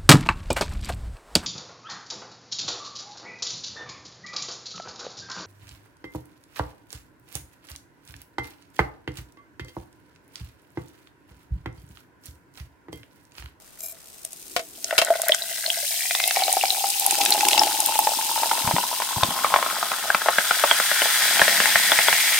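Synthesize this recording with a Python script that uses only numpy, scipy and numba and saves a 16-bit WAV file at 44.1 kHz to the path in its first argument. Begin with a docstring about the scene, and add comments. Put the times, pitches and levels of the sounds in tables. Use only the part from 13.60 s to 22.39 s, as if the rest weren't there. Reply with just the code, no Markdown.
"""Soda poured over ice

A can of soda is picked up, knocks on a glass jar with ice and is emptied into it, close to two microphones.
Random bursts of splashes ring the air in the jar, whose pitch rises as it fills and which foam deadens.
Bubbles and gulps are swelling sines, ice and glass are short decaying modes with noise, and the fizz is
a dense rain of clicks that swells as the head climbs to the rim."""
import sys
import numpy as np
from scipy import signal
from scipy.fft import rfft, irfft, next_fast_len
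from scipy.io import wavfile
from scipy.ndimage import uniform_filter1d
from numba import njit

SR = 44100
rng = np.random.default_rng(int(sys.argv[2]) if len(sys.argv) > 2 else 0)


def unload_audio(sound):
    """Save the sound as a 16-bit wav file, at the path given as the first command line argument."""
    columns = np.transpose(np.atleast_2d(sound))
    # keep every value between -1 and 1, then stretch to whole-number steps
    steps = np.round(np.clip(columns, -1, 1) * 32767)
    wavfile.write(sys.argv[1], SR, steps.astype(np.int16))


N = 387638
T = np.arange(N) / SR
BRIEF = T[:SR // 8]  # time axis of one short event


def gain_of(db):
    """Turns decibels into a factor."""
    return 10 ** (np.asarray(db) / 20)


def along(table, column, t=T):
    """Reads one column of a curve at the times t, with straight lines between rows."""
    rows = np.array(table)
    return np.interp(t, rows[:, 0], rows[:, column])


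def band(x, low_hz, high_hz, order=2):
    """Keeps only the pitches between two limits."""
    limits = [low_hz, min(high_hz, SR / 2 - 1)]
    return signal.sosfilt(signal.butter(order, limits, "band", fs=SR, output="sos"), x)


def colour(x, points):
    """Gives x a spectrum drawn on a log-frequency axis."""
    hz, db = np.transpose(points)
    size = next_fast_len(N)
    log_hz = np.log(np.fft.rfftfreq(size, 1 / SR) + 1)
    shape = gain_of(np.interp(log_hz, np.log(hz), db))
    return irfft(rfft(x, size) * shape, size)[..., :N]


@njit
def smooth(x, keep):
    """One-pole low-pass whose memory may change in time."""
    out = np.zeros_like(x)
    for i in range(1, len(x)):
        out[i] = keep[i] * out[i - 1] + (1 - keep[i]) * x[i] + 1e-20
    return out


def resonate(x, hz, width):
    """A resonance of gain 1 that may move: shift its pitch to zero, smooth, shift back."""
    turn = np.exp(2j * np.pi * np.cumsum(hz * np.ones(len(x))) / SR)
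    keep = np.exp(-np.pi * width * np.ones(len(x)) / SR)
    return 2 * (turn * smooth((x + 0j) / turn, keep)).real


def evened(x):
    """Scales to a level of one."""
    return x / x.std()


def played(x, level_db, size=8001):
    """Makes the running level of a stereo sound follow a curve."""
    power = uniform_filter1d(uniform_filter1d((x ** 2).mean(0), size), size)
    return x * gain_of(level_db) / np.sqrt(abs(power) + 1e-14)


def add(mix, s, db, sound):
    """Adds a stereo sound whose first hundredth of a second has the level db."""
    part = mix[:, round(s * SR):][:, :sound.shape[1]]
    start_level = np.sqrt(np.mean(sound[:, :SR // 100] ** 2))
    part += (gain_of(db) * sound / start_level)[:, :part.shape[1]]


def bursts(per_s, spread_db, most=4):
    """Random impulses of either sign: many small, few large."""
    out, at = np.zeros(N), np.flatnonzero(rng.random(N) < per_s / SR)
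    signs = rng.choice([-1, 1], len(at))
    size_db = np.broadcast_to(spread_db, N)[at] * np.minimum(rng.exponential(1, len(at)), most)
    out[at] = signs * gain_of(size_db)
    return out


def bubble(hz, cycles, onset=0.46):
    """A bubble rings as a sine that swells and dies within some cycles."""
    turns = hz * BRIEF
    swell = 1 - np.exp(-turns / onset)
    return np.sin(2 * np.pi * turns) * swell * np.exp(-np.minimum(turns / cycles, 20))


def each_bubble(hits, hz, cycles):
    """Every impulse sets off one bubble."""
    return signal.oaconvolve(hits, bubble(hz, cycles))[:N]


def dying(t60):
    """Fades by 60 dB in t60 seconds."""
    return np.exp(-np.log(1000) * BRIEF / t60)


def walls(x, wet=0.99, decay_s=0.00083, low_hz=2600, size=400):
    """Treble builds up between the glass walls and reaches each microphone by other paths."""
    age = T[:size] / decay_s
    paths = band(rng.standard_normal((2, size)), low_hz, SR / 2) * age * np.exp(-age)
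    paths *= wet / np.linalg.norm(paths, axis=1, keepdims=True)
    paths[:, 0] += 1  # the direct sound
    return signal.oaconvolve(x[None], paths, axes=1)[:, :len(x)]


# the drink as it rises: t/s, share of surface under foam 0-1, pitch of the churning f/Hz
DRINK_RISE = [(3.2, 0, 366), (4.7, 0.21, 294), (6.1, 0.75, 235), (7.1, 1, 205)]


def foam_at(t=T):
    """Share of the surface under foam."""
    return np.clip(along(DRINK_RISE, 1, t), 0, 1)


def cloud_ring(x, t):
    """The bubble cloud under the surface resonates low, and lower as the drink rises."""
    return resonate(x, along(DRINK_RISE, 2, t), width=99)


def leak_at(t):
    """The more foam shuts the mouth, the more of the sound comes through the glass."""
    return 0.03 + 0.16 * foam_at(t)


# air above the drink, shortening as the jar fills: t/s, lowest mode f/Hz
AIR_PITCH = [(1.3, 657), (2.2, 677), (2.8, 746), (4.5, 878), (5.5, 990), (6.0, 1110), (6.6, 1300),
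             (8.8, 2020)]


def first_at(t):
    """Pitch of the lowest air mode."""
    return along(AIR_PITCH, 1, t)


def bare_at(t, knee_hz=194):
    """Share of the ice that still stands clear of the drink."""
    return np.exp((AIR_PITCH[0][1] - first_at(t)) / knee_hz)


def second_at(t, empty_hz=1448, full_hz=3600):
    """Pitch of the second air mode, which climbs fast while the ice is being covered."""
    return full_hz - (full_hz - empty_hz) * bare_at(t)


THIRD_RATIO = 1.217  # third air mode against the second


def air(x, t, upper_db=-7, upper_width=2.6):
    """The air rings higher as the jar fills, and foam damps it; ice pocket and glass add their own rings."""
    foam, bare, first, second = foam_at(t), bare_at(t), first_at(t), second_at(t)
    width = first * (0.078 + 0.28 * foam ** 2)
    upper = resonate(x, second, upper_width * width)
    upper = upper + gain_of(-9.5) * resonate(x, THIRD_RATIO * second, upper_width * width)
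    upper_gain = gain_of(upper_db + 7.4 * bare - 11.0 * foam)
    pocket = 0.5 * bare ** 4 * resonate(x, 1940, 120)  # between the cubes, until they are covered
    glass = x + 1.52 * resonate(x, 746, 400) + 2.0 * resonate(x, 3470, 410)
    heard = resonate(x, first, width) + upper_gain * upper + pocket + leak_at(t) * glass
    return heard - (1 - 0.41 * foam) * resonate(heard, 1164, 210)  # a hollow in the spectrum


def air_ring(s):
    """One push on the air in the jar."""
    push = band(bubble(first_at(s), cycles=0.42), 555, 3600)
    return evened(air(push, s + BRIEF))


def slap(s):
    """The surface closes with a wet slap, each a little different; foam makes it stronger and shakes the cloud."""
    noise = rng.standard_normal(len(BRIEF)) * np.exp(-BRIEF / 0.0033)
    wet = band(noise, 520, 3030)
    hz = first_at(s) * np.exp(0.29 * rng.standard_normal())
    cloud = 1.22 * foam_at(s) * cloud_ring(noise, s)
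    sound = wet + resonate(wet, hz, hz / 2) + 2.8 * resonate(wet, 657, 310) + cloud
    return 1.64 * np.sqrt(leak_at(s)) * evened(sound)


# faint noise of the room: f/Hz, relative level per Hz/dB
ROOM_COLOUR = [(15, -9), (60, -2.5), (230, -3), (700, -6.5), (3000, -13), (16000, -21)]


def room():
    """Faint low noise of a quiet room, partly shared by the two channels."""
    noise = colour(rng.standard_normal(N) + 4.2 * rng.standard_normal((2, N)), ROOM_COLOUR)
    return gain_of(-54.0) * evened(noise)


def echoes(x, t60=0.12, size=9000):
    """The short answer of the room: dying noise after a 4 ms gap."""
    tail = band(rng.standard_normal((2, size)), 140, 5500, order=1)
    tail *= np.exp(-np.log(1000) * T[:size] / t60) * (T[:size] > .004)
    return signal.oaconvolve(x, tail / np.linalg.norm(tail[0]), axes=1)[:, :N]


def lifting(rub_db=-56, rub_s=1.08, rub_length_s=0.35):
    """A soft rub as the can turns in the glove: low noise that swells and fades."""
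    rub = evened(band(rng.standard_normal(N), 254, 410))
    return gain_of(rub_db) * rub * np.exp(-((T - rub_s) / rub_length_s) ** 2)


# resonances of the can as it creaks in the glove: f/Hz, width/Hz, relative level/dB
CAN_RINGS = [(658, 15, 14), (2390, 110, 0), (7600, 450, -4), (12500, 600, 5)]


def creak(start=0.184, end=.332, slips_per_s=85):
    """The can sticks and slips unevenly in the glove as it is picked up: each slip is a short bright scuff."""
    unevenness = np.exp(8 * uniform_filter1d(rng.standard_normal(N), size=200))
    turns = np.cumsum(slips_per_s * unevenness) / SR
    grip = np.sqrt(abs(np.sin(np.pi * np.clip((T - start) / (end - start), 0, 1))))
    slips = np.diff(np.floor(turns), prepend=0) * rng.uniform(0.39, 1, N) * grip
    fading = signal.oaconvolve(slips, np.exp(-BRIEF / 0.0041))[:N]
    scuffs = (fading * rng.standard_normal(N))[:SR // 2]
    metal = sum(gain_of(db) * resonate(scuffs, hz, width) for hz, width, db in CAN_RINGS)
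    ring = walls(0.5 * band(scuffs, 5200, 14000) + metal, wet=2)
    return np.pad(gain_of(-42.0) * evened(ring), ((0, 0), (0, N - SR // 2)))


# modes of the jar with ice: f/Hz, level before tilt/dB, fade by 60 dB t/s
JAR_MODES = [(483, -11, 0.12), (672, 0, 0.11), (940, -8, 0.029), (1466, -3, 0.036), (2220, -4, 0.1),
             (2690, 5, 0.05), (3135, -7, 0.12), (4030, -1.5, 0.027), (5120, -8, 0.041)]


def glassy(x, ring=1.0):
    """What bursts against the wall sets the modes of the jar ringing."""
    modes = sum(np.cos(2 * np.pi * hz * BRIEF) * dying(t60) * 2 * np.log(1000) / (t60 * SR)
                for hz, _, t60 in JAR_MODES)
    return x + ring * signal.oaconvolve(x, modes[None], axes=1)[:, :N]


# knocks of can and ice on the jar: t/s, level/dB, tilt/dB per octave
JAR_KNOCKS = [(0.9634, -18, -4.5), (0.9933, -28.5, -6), (1.3806, -11, 10), (1.3873, -14.5, -2),
              (1.416, -17.5, 5)]


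def knocks():
    """A knock is a short noisy crack plus the modes of the jar, slightly detuned each time."""
    out, (hz, mode_db, t60) = np.zeros((2, N)), np.transpose(JAR_MODES)[:, :, None]
    for s, db, tilt_db in JAR_KNOCKS:
        # each channel hears its own phases, more so in the treble
        phase = 2 * np.pi * rng.random(hz.shape) + rng.standard_normal((2, *hz.shape)) * hz / 5000
        detuned = hz * (1 + 0.025 * rng.standard_normal(hz.shape))
        strength = gain_of(mode_db + tilt_db * np.log2(hz / 2000))
        ring = strength * dying(t60) * np.sin(2 * np.pi * detuned * BRIEF + phase)
        crack = band(rng.standard_normal((2, len(BRIEF))), 1100, 4800, order=1) * np.exp(-BRIEF / 0.0082)
        add(out, s, db, ring.sum(1) + gain_of(17) * crack)
    return out


# floating ice bumps the glass: t/s, level/dB, tilt/dB per octave
ICE_BUMPS = [(6.6598, -20.5, -6), (6.685, -12.5, -6.5), (7.038, -12, -9), (7.112, -10, 5.5),
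             (7.4189, -17.5, 2), (7.456, -23, -9), (7.7947, -15, 1.5), (8.3185, -12.5, 3),
             (8.4835, -13, 1.5)]
# ice against glass, damped by the drink: f/Hz before detuning, level before tilt/dB, fade by 60 dB t/s
ICE_MODES = [(666, -2.5, 0.023), (910, -1.5, 0.026), (1470, 3.5, 0.011), (2040, -8, 0.027), (3294, 0, 0.02)]


def bumps(thump_db=-5):
    """Floating ice nudges the glass: a dull thump of noise and a few short modes."""
    out, (hz, mode_db, t60) = np.zeros((2, N)), np.transpose(ICE_MODES)[:, :, None]
    for s, db, tilt_db in ICE_BUMPS:
        turns = hz * rng.uniform(0.937, 1.034, hz.shape) * BRIEF
        strength = rng.choice([-1, 1], hz.shape) * gain_of(mode_db + tilt_db * np.log2(hz / 1000))
        ring = strength * dying(t60) * np.sin(2 * np.pi * turns)
        thump = evened(band(rng.standard_normal(len(BRIEF)), 156, 1800)) * np.exp(-BRIEF / 0.0079)
        bump = ring.sum(0) + gain_of(thump_db) * thump
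        add(out, s, db, walls(band(bump, 480, 4300), wet=0.6))
    return out


# sharp ticks of can, drops and cracking ice: t/s, level/dB, centre f/Hz
SHARP_TICKS = [(0.2062, -37, 7700), (0.6496, -28, 9150), (0.731, -36, 9100), (1.2438, -23, 6260),
               (1.448, -24, 8500), (1.6178, -20.5, 9500), (1.684, -17.5, 12600), (1.7466, -20.5, 7060),
               (2.677, -18.5, 10800), (2.927, -16.5, 9000), (3.288, -25, 9500), (3.303, -24, 7950),
               (3.397, -20.5, 11000), (3.4635, -14, 10900), (3.509, -17.5, 7950), (3.6522, -20.5, 9100),
               (3.7055, -17, 10300), (3.8856, -14, 8650), (4.203, -16.5, 9100), (4.261, -16.5, 11900),
               (4.3903, -15.5, 12600)]


def ticks():
    """A tick is a few quickly dying cycles of a high sine, with a push on the air in the jar."""
    out = np.zeros((2, N))
    for s, db, hz in SHARP_TICKS:
        add(out, s, db, walls(evened(bubble(hz, cycles=0.78)) + 0.26 * air_ring(s), wet=2.5))
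    return out


# the can gulps air: t/s, level/dB, f/Hz
CAN_GULPS = [(5.044, -32, 125.2), (5.073, -27, 110), (5.137, -22.5, 146), (5.567, -26.5, 112),
             (5.63, -24.5, 100), (5.686, -32.5, 200)]


def gulps():
    """A gulp is a slow-swelling low bubble, while the drink slops back inside the can as low noise."""
    out = np.zeros((2, N))
    for s, db, hz in CAN_GULPS:
        slosh = band(rng.standard_normal(len(BRIEF)), 170, 306) * np.exp(-BRIEF / 0.035)
        gulp = band(bubble(hz, cycles=0.34, onset=2.0), 50, 400, order=1) + 0.12 * slosh
        add(out, s, db, np.array([gulp] * 2))
    return out


# gas escaping, first in the can, then in the jar, last from the head at the rim: t/s, level of the fizz/dB
GAS_CURVE = [(0.0, -53), (0.5, -48), (0.9, -42), (1.1, -46), (1.3, -37), (1.8, -32.5), (2.3, -26),
             (4.9, -26), (5.5, -29), (6.6, -30.5), (6.9, -25.5), (7.6, -22), (8.79, -21.5)]


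def gas_db():
    """Level of the escaping gas over time."""
    return along(GAS_CURVE, 1)


# colour of the fizz: f/Hz, relative level per Hz/dB
FIZZ_COLOUR = [(2650, 12), (4500, 0.5), (7900, 0.5), (9240, -1), (10100, -4.5), (12400, -3.5),
               (15800, -6.5)]


def fizz(count=10):
    """Thousands of tiny bubbles burst every second, more as the fizz swells and more evenly in the foam."""
    level_db = gas_db()
    crowd = np.sqrt(gain_of(level_db - level_db.max()))
    pops = sum(walls(bursts(per_s=1300 * crowd, spread_db=5.0 - 1.7 * foam_at()), wet=7.0)
               for _ in range(count))
    return played(band(colour(pops, FIZZ_COLOUR), 5820, 18800), level_db)


# the stream from the can, a trickle at first, then in surges: t/s, strength/dB
STREAM = [(1.15, -42), (1.35, -9), (1.7, -10.5), (1.85, -16.5), (2.5, -18), (2.8, -4.5), (3.38, -11),
          (3.55, -2.5), (4.0, 0), (4.15, -5), (4.7, -6.5), (5.1, -4.5), (5.4, -10), (5.95, -4.5),
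          (6.4, -10), (7.35, -10.5), (7.85, -3.5), (8.79, -8.5)]


def flow_db():
    """Strength of the stream over time, 0 dB at full flow."""
    return along(STREAM, 1)


def pouring():
    """One once the stream has started, zero before."""
    return T > STREAM[0][0]


def small_bubbles(count=28):
    """Swarms of short pings, each size with its own paths; gas and stream make them louder and denser."""
    level_db = -4.5 + gas_db() + 0.25 * flow_db()
    crowd = np.sqrt(gain_of(level_db - level_db.max())) * (0.4 + foam_at())
    swarm = 0
    for hz in np.geomspace(2600, 5400, count):
        hits = bursts(per_s=130 * crowd, spread_db=4.5 - 2 * foam_at())
        swarm = swarm + walls(each_bubble(hits, hz, cycles=1.8), wet=1.36) * (hz / 3500) ** 0.93
    return played(glassy(band(swarm, 1700, SR / 2)), level_db) * pouring()


def plips(count=12, plip_db=-41):
    """Now and then a bubble in the open drink rings longer and stands out from the swarm."""
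    clear = (1 - foam_at()) ** 2
    drops = sum(each_bubble(bursts(per_s=5 * clear, spread_db=8.0, most=2.2), hz, cycles=5.2)
                for hz in np.geomspace(2600, 5400, count))
    drops = walls(band(drops, 1600, SR / 2) + air(drops, T), wet=0.9)
    return gain_of(plip_db + 0.52 * flow_db()) * pouring() * evened(drops)


# single ringing bubbles, large and small: t/s, level/dB, f/Hz
SINGLE_PINGS = [(1.5037, -11.5, 675), (1.5226, -26, 635), (1.696, -17, 620), (1.7205, -12, 3310),
                (1.821, -26, 3980), (2.062, -22, 4230), (2.078, -32, 646), (2.102, -19, 3130),
                (2.229, -37, 578), (2.6394, -20.5, 3720), (2.837, -21, 4200), (3.011, -23, 2800),
                (3.1045, -17.5, 4000), (3.7226, -14, 4220), (3.994, -12.5, 5340), (5.8452, -14.5, 1180),
                (6.502, -14, 1580), (6.7837, -12, 1600), (6.909, -13.5, 1410), (7.816, -8.5, 1720)]


def pings():
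    """A bubble sings for several cycles, rings the air in the jar and slaps the surface."""
    out = np.zeros((2, N))
    for s, db, hz in SINGLE_PINGS:
        ping = band(bubble(hz, cycles=4.7), hz / 2, SR / 2)
        ringing = evened(ping + air(ping, s + BRIEF))
        add(out, s, db, walls(ringing + (0.35 + foam_at(s) / 2) * slap(s)))
    return out


def spatter(middle_s=3.79, length_s=0.36, spatter_db=-30, count=8):
    """For a moment the stream sprays the ice with fine droplets, each a sharp click."""
    drops = sum(walls(band(bursts(per_s=22, spread_db=5.0, most=3.0), 2200, 12000), wet=1.1)
                for _ in range(count))
    return gain_of(spatter_db) * np.exp(-((T - middle_s) / length_s) ** 4) * evened(drops)


# drops that slap the ice and the open surface, each near the second air mode: t/s, level/dB
DROP_SPLATS = [(1.309, -23), (1.693, -20.5), (1.7455, -27.5), (2.391, -38), (2.509, -23), (2.5504, -21),
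               (2.601, -21.5), (2.709, -21.5), (2.7615, -22), (3.054, -25.5), (3.615, -21.5),
               (3.6599, -17.5), (3.8077, -19.5), (3.851, -21.5), (3.8848, -20), (3.912, -22), (3.931, -16),
               (3.978, -16), (4.0336, -20), (5.634, -18)]


def splats():
    """A drop lands as a very short bubble with a puff of spray, and rings the air in the jar."""
    out = np.zeros((2, N))
    for s, db in DROP_SPLATS:
        hz = second_at(s)
        spray = band(rng.standard_normal(len(BRIEF)), hz / 2, 2.03 * hz) * np.exp(-BRIEF / 0.0018)
        splat = band(bubble(hz, cycles=1.12) + spray, hz / 2, SR / 2)
        add(out, s, db, walls(evened(splat + 2 * air(splat, s + BRIEF)) + 0.44 * air_ring(s)))
    return out


def gurgle(middle_s=2.47, length_s=0.49, gurgle_db=-36, width_hz=260):
    """The thin stream patters on bare ice and rings the upper air modes, which glide up as the cubes go under."""
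    patter = bursts(per_s=70, spread_db=3.5)
    ring = sum(resonate(resonate(patter, hz, width_hz), hz, width_hz)
               for hz in (second_at(T), THIRD_RATIO * second_at(T)))
    return gain_of(gurgle_db) * np.exp(-((T - middle_s) / length_s) ** 2) * evened(walls(ring))


def churn(deep_s=3.13, shallow_db_per_s=20):
    """The bubble cloud needs depth and a strong flow; it throbs lower and more evenly as it grows."""
    throb = band(cloud_ring(bursts(per_s=500, spread_db=6 - 2 * foam_at()), T), 156, 530)
    too_shallow_db = shallow_db_per_s * np.maximum(deep_s - T, 0)
    return played(np.array([throb, throb]), -38 + 2.19 * flow_db() - too_shallow_db)


# big glugs of trapped air, each at the pitch of the air in the jar: t/s, level/dB
BIG_GLUGS = [(1.3269, -21.5), (1.4195, -17), (1.483, -26), (1.5542, -23.5), (1.597, -27.5), (1.634, -28),
             (2.769, -17.5), (2.8203, -18.5), (2.881, -20), (2.969, -17.5), (3.0361, -19), (3.24, -20),
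             (3.9789, -18.5), (4.016, -15.5), (4.356, -24), (4.3899, -14.5), (4.471, -15.5), (4.777, -25),
             (4.8324, -18.5), (4.913, -17), (5.0751, -19.5), (5.111, -20), (5.164, -19), (5.183, -18.5),
             (5.401, -24), (5.42, -23.5), (5.6323, -15), (5.778, -29.5), (5.94, -11), (5.961, -13),
             (5.988, -23.5), (6.027, -20), (6.0626, -20), (6.228, -20), (6.317, -22), (6.5468, -14),
             (6.618, -24.5), (7.2, -19), (7.315, -19.5), (7.88, -15.5), (8.002, -15), (8.057, -16),
             (8.157, -11.5), (8.3887, -14), (8.528, -16.5)]


def glugs():
    """A glug pushes the air in the jar and closes with a wet slap."""
    out = np.zeros((2, N))
    for s, db in BIG_GLUGS:
        add(out, s, db, walls(air_ring(s) + slap(s), wet=0.84))
    return out


def splash(count=10):
    """Bubbles of many sizes ring the air, more densely in a strong stream; foam adds a simmer that follows gas."""
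    crowd, foam = gain_of(flow_db() / 2), foam_at()
    blips = sum(each_bubble(bursts(per_s=105 * crowd, spread_db=6.0 - foam), hz, cycles=1.08)
                * (hz / 1000) ** 0.51 for hz in np.geomspace(680, 2200, count))
    simmer = band(bursts(per_s=6000, spread_db=5.0), 940, 3800)
    falling = gain_of(-25 + flow_db())
    seething = foam * gain_of(-2 + gas_db())
    both = np.hypot(falling, seething)
    drive = (falling * evened(blips) + seething * evened(simmer)) / both
    return played(walls(air(drive, T, upper_db=-11), wet=1.1, low_hz=3200), 20 * np.log10(both))


def scene():
    """Sums all sources; jar and can reach both channels with the same sign, a little louder in the first."""
    stream = splash() + churn() + gurgle() + spatter() + plips() + small_bubbles() + fizz()
    events = glugs() + pings() + splats() + ticks() + gulps() + bumps() + knocks() + creak()
    near = stream + events
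    heard = near + gain_of(-16) * echoes(near)
    return heard * gain_of([[.9], [-1.1]]) + lifting() + room()  # dB for each channel


def record(dry, edge_hz=15850):
    """The loudest pops overload softly, which leaves a low thud; then the treble is cut above the edge."""
    held = dry / (1 + dry ** 6) ** (1 / 6)
    thud = gain_of(-22) * band(held ** 4, 32, 160)
    low_pass = signal.firwin(401, edge_hz, window=("kaiser", 8), fs=SR)
    return signal.oaconvolve(held + thud, low_pass[None], "same", axes=1)


dry = scene()
out = record(dry)
unload_audio(out)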